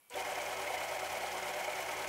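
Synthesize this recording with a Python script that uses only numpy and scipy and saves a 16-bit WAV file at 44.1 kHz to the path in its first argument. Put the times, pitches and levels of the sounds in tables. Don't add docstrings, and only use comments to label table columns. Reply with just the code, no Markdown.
import sys
import numpy as np
from scipy import signal
from scipy.fft import rfft, irfft
from scipy.io import wavfile
from scipy.ndimage import uniform_filter1d

SR = 44100
rng = np.random.default_rng(int(sys.argv[2]) if len(sys.argv) > 2 else 0)


def persist_wave(psi):
    counts = np.round(np.clip(psi, -1, 1) * 32767).astype(np.int16)
    wavfile.write(sys.argv[1], SR, np.atleast_2d(counts).T)


def volts_from_decibels(level):
    exponent = np.asarray(level, float) / 20
    return 10 ** exponent


N = 91728
START_S = 0.1

# [freq_hz, level_db_per_hz]
ROOM_SPECTRUM = [(35, -35), (60, -3.5), (1110, 1), (1220, -1), (1980, -4), (2330, -1), (4700, -10),
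                 (10900, -6), (15800, -11)]
# [centre_hz, width_hz, level_db]
SUPPLY_CASE = [(2300, 40, -81), (15600, 100, -91), (3090, 70, -83), (11900, 30, -88), (13600, 1500, -83)]
# [start_s, peak_db, pitch_hz, width_share_of_pitch]
BACKLASH_KNOCKS = [(.0988, -49, 8000, .15), (.141, -45, 3430, .04), (.157, -49, 9500, .7),
                   (.122, -49, 2300, .15), (.156, -43, 2100, .12), (.493, -52, 10500, .1),
                   (.613, -54, 10800, .2), (.83, -55, 12700, .5), (.843, -53, 12000, .6),
                   (1.129, -51, 12000, .6), (1.46, -54, 11000, .3), (1.57, -56, 12500, .5),
                   (1.608, -52, 12200, .6), (1.806, -56, 11000, .4), (1.93, -55, 11500, .5),
                   (1.98, -56, 11000, .5)]
PASS_TIMES_S = [0.103, 0.146, 0.252, .675, 1.21, 1.757, 2.078]
PASS_ANGLE_TURNS = [-.3, 0, 1, 5, 10, 15, 18]
# [centre_hz, width_hz, level_db]
FRAME_MODES = [(313.7, 20, -16.5), (380.6, 9.8, -8.5), (456, 53, -15.5), (512.2, 9.2, -2), (593.8, 16.7, 1),
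               (660, 11.8, -0.5), (746, 28.7, -0.5), (824.8, 17, -0.5), (920, 34, -4), (1029, 34, -10),
               (1081, 50, -9), (1301.6, 25.5, -7), (1421, 47, -12)]
# [centre_hz, width_hz, level_db]
GEARBOX_MODES = [(1544, 42, -1), (1736, 56, -11.5), (1703, 19, -3), (1946, 5.5, 0.5), (2083, 85, -5),
                 (2100, 85, 2.5), (2240, 35, 2), (2410, 11, -10), (2424, 22, 1.5), (2982, 74, -4.5),
                 (3284, 160, -10.5)]
# [centre_hz, width_hz, level_db]
BRACKET_MODES = [(4240, 40, -2), (5120, 220, -10), (6070, 500, -8.5), (6660, 80, -8), (7590, 130, -6),
                 (8630, 95, -3.5), (10450, 150, -4.5), (12200, 60, -7)]
# [position_turns, length_turns, level_db]
FRAME_LOAD_SWINGS = [
    (.32, .07, 2.8),
    (.6, .06, 1.5),
    (.85, .05, -2),
]
# [position_turns, length_turns, level_db]
SLACK_SWINGS = [
    (.86, .055, -6),
    (.13, .04, -3),
    (.36, .04, -3),
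]
# [freq_hz, level_db_per_hz]
GRIND_SPECTRUM = [(24, -53), (40, -24), (248, -16.5), (747, -7), (1200, -13.5), (2140, -1), (3520, -13),
                  (6110, -14.5), (15800, -22.5)]
# [position_turns, length_turns, centre_hz, width_hz, level_db]
TIGHT_SPOTS = [
    (-.015, .04, 6200, 1200, -49.5),
    (.01, .045, 5150, 600, -54.5),
    (.01, .035, 2150, 220, -45),
]
# [position_turns, length_turns, centre_hz, width_hz, level_db]
ROD_RUBS = [
    (.5, .045, 4800, 1800, -54),
    (.51, .035, 8650, 450, -54.5),
    (.57, .05, 7100, 1500, -52.5),
            (.25, .03, 6900, 1600, -56), (.12, .03, 7700, 400, -61), (.49, .035, 4000, 900, -54),
             (.47, .04, 5900, 1200, -54.5), (.66, .04, 5900, 1600, -56), (.46, .03, 11800, 3500, -60.5),
             (.29, .04, 10300, 1500, -62), (.71, .05, 1650, 500, -49), (.47, .035, 3000, 500, -53),
             (.3, .04, 2450, 300, -53), (.64, .04, 12500, 4000, -62)]
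# [multiple, level_db, fade_db_per_s]
CHOPPER_HARMONICS = [
    (1, -57, -1),
    (2, -56, -4),
]
# [multiple_of_turn_rate, level_db]
ROD_ORDERS = [(4, -102), (5, -83), (6, -112), (7, -86.5), (8, -69.5), (11, -77), (13, -78), (14, -72),
              (16, -79), (34.5, -69)]
# [start_s, peak_db, pitch_hz]
FRAME_CATCHES = [(0.151, -32, 577), (0.198, -30, 746), (0.262, -31.5, 732), (0.374, -29, 725),
                 (0.417, -37, 735), (0.475, -41, 770), (0.52, -31, 756), (0.587, -35, 648),
                 (0.655, -34, 590), (0.696, -35, 773), (0.736, -29, 743), (0.771, -31.5, 599),
                 (0.838, -34, 748), (0.911, -31, 595), (0.958, -32.5, 591), (1.024, -33, 600),
                 (1.097, -33, 819), (1.139, -33, 599), (1.169, -31, 650), (1.232, -31, 736),
                 (1.318, -37, 745), (1.386, -39, 648), (1.423, -36, 595), (1.507, -34.5, 773),
                 (1.559, -33, 604), (1.607, -32, 664), (1.677, -27.5, 606), (1.82, -34, 746),
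                 (1.996, -35, 837), (2.045, -38, 644),
                 (.166, -29, 750),
    (0.32, -32.5, 600),
    (.163, -36, 520),
    (0.29, -32, 760),
]
# [start_s, peak_db, pitch_hz]
GEARBOX_CATCHES = [(0.1848, -34, 2180), (0.2212, -31.5, 2453), (0.3579, -35, 2160), (0.3988, -32, 2264),
                   (0.4642, -31, 2167), (0.5694, -37, 2130), (0.6727, -33, 2127), (0.767, -28, 2066),
                   (0.8109, -33, 2210), (0.8433, -36, 2110), (0.8872, -37, 2140), (0.991, -34, 2120),
                   (1.0992, -36, 2133), (1.2808, -38, 2140), (1.3207, -43, 2110), (1.432, -34, 2080),
                   (1.5148, -40, 2196), (1.6096, -35, 2190), (1.647, -37, 2155), (1.6804, -29.5, 2260),
                   (1.7313, -36, 2230), (1.7617, -39, 2180), (1.8066, -36, 2260), (1.8879, -35, 2270),
                   (1.9278, -31, 2090), (1.9992, -41, 2130)]


def clock_s():
    return np.arange(N) / SR


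def rms_one(x):
    return x / np.sqrt(np.mean(x ** 2) + 1e-20)


def drift(rate_hz):
    r = np.exp(-2 * np.pi * rate_hz / SR)
    wander = signal.lfilter([1], [1, -2 * r, r * r], rng.standard_normal(N + SR))
    return rms_one(wander[SR:])


def resonance(x, centre_hz, width_hz):
    r = np.exp(-np.pi * width_hz / SR)
    zeros = np.array([1, 0, -1]) * (1 - r * r) / 2
    poles = [1, -2 * r * np.cos(2 * np.pi * centre_hz / SR), r * r]
    return signal.lfilter(zeros, poles, x)


def coloured_noise(spectrum):
    hz, db = np.transpose(spectrum)
    bin_hz = np.arange(N // 2 + 1) * SR / N + 1
    gain = volts_from_decibels(np.interp(np.log(bin_hz), np.log(hz), db))
    return rms_one(irfft(rfft(rng.standard_normal(N)) * gain, N))


def load_db(turns, swings):
    total_db = 0
    for position, length, db in swings:
        offset = (turns - position + .5) % 1 - .5
        total_db = total_db + db * np.exp(-.5 * (offset / length) ** 2)
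    return total_db


def room():
    return volts_from_decibels(-70) * coloured_noise(ROOM_SPECTRUM)


def supply():
    mains_buzz_hz, chirp_share = 100.03, 0.34
    from_hz, to_hz, echo_s = 8800, 12700, 0.00059
    half_cycles = clock_s() * mains_buzz_hz + 0.061
    x = half_cycles % 1 / chirp_share
    cycles = chirp_share / mains_buzz_hz * (from_hz * x + (to_hz - from_hz) * x * x / 2)
    envelope = np.sin(np.pi * np.clip(x, 0, 1)) ** .5 * (x < 1)
    chirp = envelope * np.sin(2 * np.pi * cycles)
    chirp = chirp * volts_from_decibels(1.5 * (half_cycles % 2 < 1))
    echoes = np.roll(chirp, int(echo_s * SR)) + np.roll(chirp, int(3.3 * echo_s * SR))
    chirp = chirp + volts_from_decibels(-7) * echoes
    tick = (np.diff(x, prepend=0) < 0) + 0.042 * rng.standard_normal(N)
    case = sum(volts_from_decibels(db) * rms_one(resonance(tick, hz, width_hz)) for hz, width_hz, db in SUPPLY_CASE)
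    return volts_from_decibels(-72.5) * rms_one(chirp) + case


def knocks():
    t60_s, crack_db, length = .04, -9, 4000
    out, t = np.zeros(N + SR), np.arange(length) / SR
    for start_s, db, hz, width_share in BACKLASH_KNOCKS:
        noise = rng.standard_normal(length)
        ring = rms_one(resonance(noise, hz, width_share * hz))
        crack = volts_from_decibels(crack_db) * hz / 10000 * np.diff(noise, prepend=0)
        i = int(start_s * SR)
        out[i:i + length] += volts_from_decibels(db - 60 * t / t60_s) * (ring + crack)
    return out[:N]


def teeth():
    contacts_per_s, spread_db = 3000, 2
    sizes = volts_from_decibels(spread_db * np.minimum(rng.exponential(1, N), 4)) * rng.choice([-1, 1], N)
    return rms_one(sizes * (rng.random(N) < contacts_per_s / SR))


def body(modes, level_db):
    waver_db, even_share = .8, .6
    hits = teeth()
    sound = np.zeros(N)
    for k, (hz, width_hz, db) in enumerate(modes):
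        sound += (-1) ** k * volts_from_decibels(db + waver_db * drift(5.5)) * resonance(hits, hz, width_hz)
    sound = rms_one(sound)
    local_power = uniform_filter1d(sound ** 2, size=700)
    return volts_from_decibels(level_db) * rms_one(sound / np.sqrt(local_power + even_share))


def grind():
    return volts_from_decibels(-45 + 1.4 * drift(55.0)) * coloured_noise(GRIND_SPECTRUM)


def rubs(turns):
    vary_db = 1.2
    out = np.zeros(N)
    for position, length, hz, width_hz, db in TIGHT_SPOTS + ROD_RUBS:
        lap = turns - position + length
        x = (lap % 1) / length
        lap_index = np.clip(lap + 2, 0, 39).astype(int)
        strength = volts_from_decibels(vary_db * rng.standard_normal(40))[lap_index]
        scrape = resonance(rng.standard_normal(N), hz, width_hz)
        scrape = resonance(scrape, hz, 2 * width_hz)
        local_power = uniform_filter1d(scrape ** 2, size=300)
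        scrape = rms_one(scrape / np.sqrt(local_power + 1.9 * np.mean(scrape ** 2)))
        envelope = (x * np.exp(1 - x)) ** 2
        out += volts_from_decibels(db) * strength * envelope * scrape
    return out


def chopper():
    chopper_hz, t = 490.0, clock_s()
    out = np.zeros(N)
    for multiple, db, fade_db_per_s in CHOPPER_HARMONICS:
        level_db = db + 3 + fade_db_per_s * t + 1.8 * drift(7)
        out += volts_from_decibels(level_db) * np.sin(2 * np.pi * (multiple * chopper_hz * t + rng.random()))
    return out


def drive(turns):
    spin_up_s, start_loss_db = 0.075, -13.5
    since_start_s = clock_s() - START_S
    on = np.clip(since_start_s / 0.012, 0, 1)
    slow = np.clip(1 - since_start_s / spin_up_s, 0, 1)
    loss_db = start_loss_db * slow
    frame_load_db = load_db(turns, FRAME_LOAD_SWINGS)
    slack_db = load_db(turns, SLACK_SWINGS)
    mix = body(FRAME_MODES, -42) * volts_from_decibels(1.5 * loss_db + frame_load_db)
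    mix += body(GEARBOX_MODES, -47) * volts_from_decibels(loss_db + .5 * slack_db)
    mix += body(BRACKET_MODES, -57) * volts_from_decibels(2.5 * loss_db + slack_db)
    mix += grind() * volts_from_decibels(0.83 * loss_db + 0.33 * slack_db)
    mix += rubs(turns) * volts_from_decibels(2 * loss_db)
    mix += chopper() * volts_from_decibels(2 * slow)
    return on * mix


def hum(turns):
    out = np.zeros(N)
    for multiple, db in ROD_ORDERS:
        level = volts_from_decibels(db + 5 + 1.2 * drift(4))
        out += level * np.sin(2 * np.pi * (multiple * turns + rng.random()))
    return out


def mesh(turns):
    teeth_per_turn, peak_turns = 40.5, .22
    swell = np.cos(np.pi * (turns - peak_turns))
    return volts_from_decibels(-50.5 + drift(2)) * swell * np.sin(2 * np.pi * teeth_per_turn * turns)


def leg():
    leg_hz, peak_s, span_s = 192.1, 1.43, 0.18
    swell_db = 7.5 * np.exp(-.5 * ((clock_s() - peak_s) / span_s) ** 2)
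    return volts_from_decibels(-69 + swell_db + 0.64 * drift(2)) * np.sin(2 * np.pi * leg_hz * clock_s())


def shake(turns):
    delay_s, rise_s = .025, .03
    bite = np.clip((clock_s() - START_S - delay_s) / rise_s, 0, 1)
    return bite * (hum(turns) + mesh(turns) + leg())


def surges():
    frame_rise_s, gear_rise_s, length = 0.0065, .0035, 3000
    out, t = np.zeros(N + SR), np.arange(length) / SR
    rows = [(s, db, hz, frame_rise_s) for s, db, hz in FRAME_CATCHES]
    rows += [(s, db - 1, hz, gear_rise_s) for s, db, hz in GEARBOX_CATCHES]
    for start_s, db, hz, rise_s in rows:
        swell = t / rise_s * np.exp(1 - t / rise_s)
        tone = np.sin(2 * np.pi * (hz * t + rng.random()))
        i = int(start_s * SR)
        out[i:i + length] += volts_from_decibels(db - 6.5) * swell * tone
    return out[:N]


def scene():
    turns = np.interp(clock_s(), PASS_TIMES_S, PASS_ANGLE_TURNS)
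    mix = room() + supply() + knocks() + drive(turns) + shake(turns) + surges()
    return mix[None]


def band_limit(x):
    return signal.sosfilt(signal.butter(12, 16480, fs=SR, output="sos"), x)


def record(dry):
    low_pass = signal.ellip(12, .5, 70, 15720, fs=SR, output="sos")
    mix = signal.sosfilt(low_pass, dry)
    return band_limit(mix)


dry = scene()
out = record(dry)
persist_wave(out)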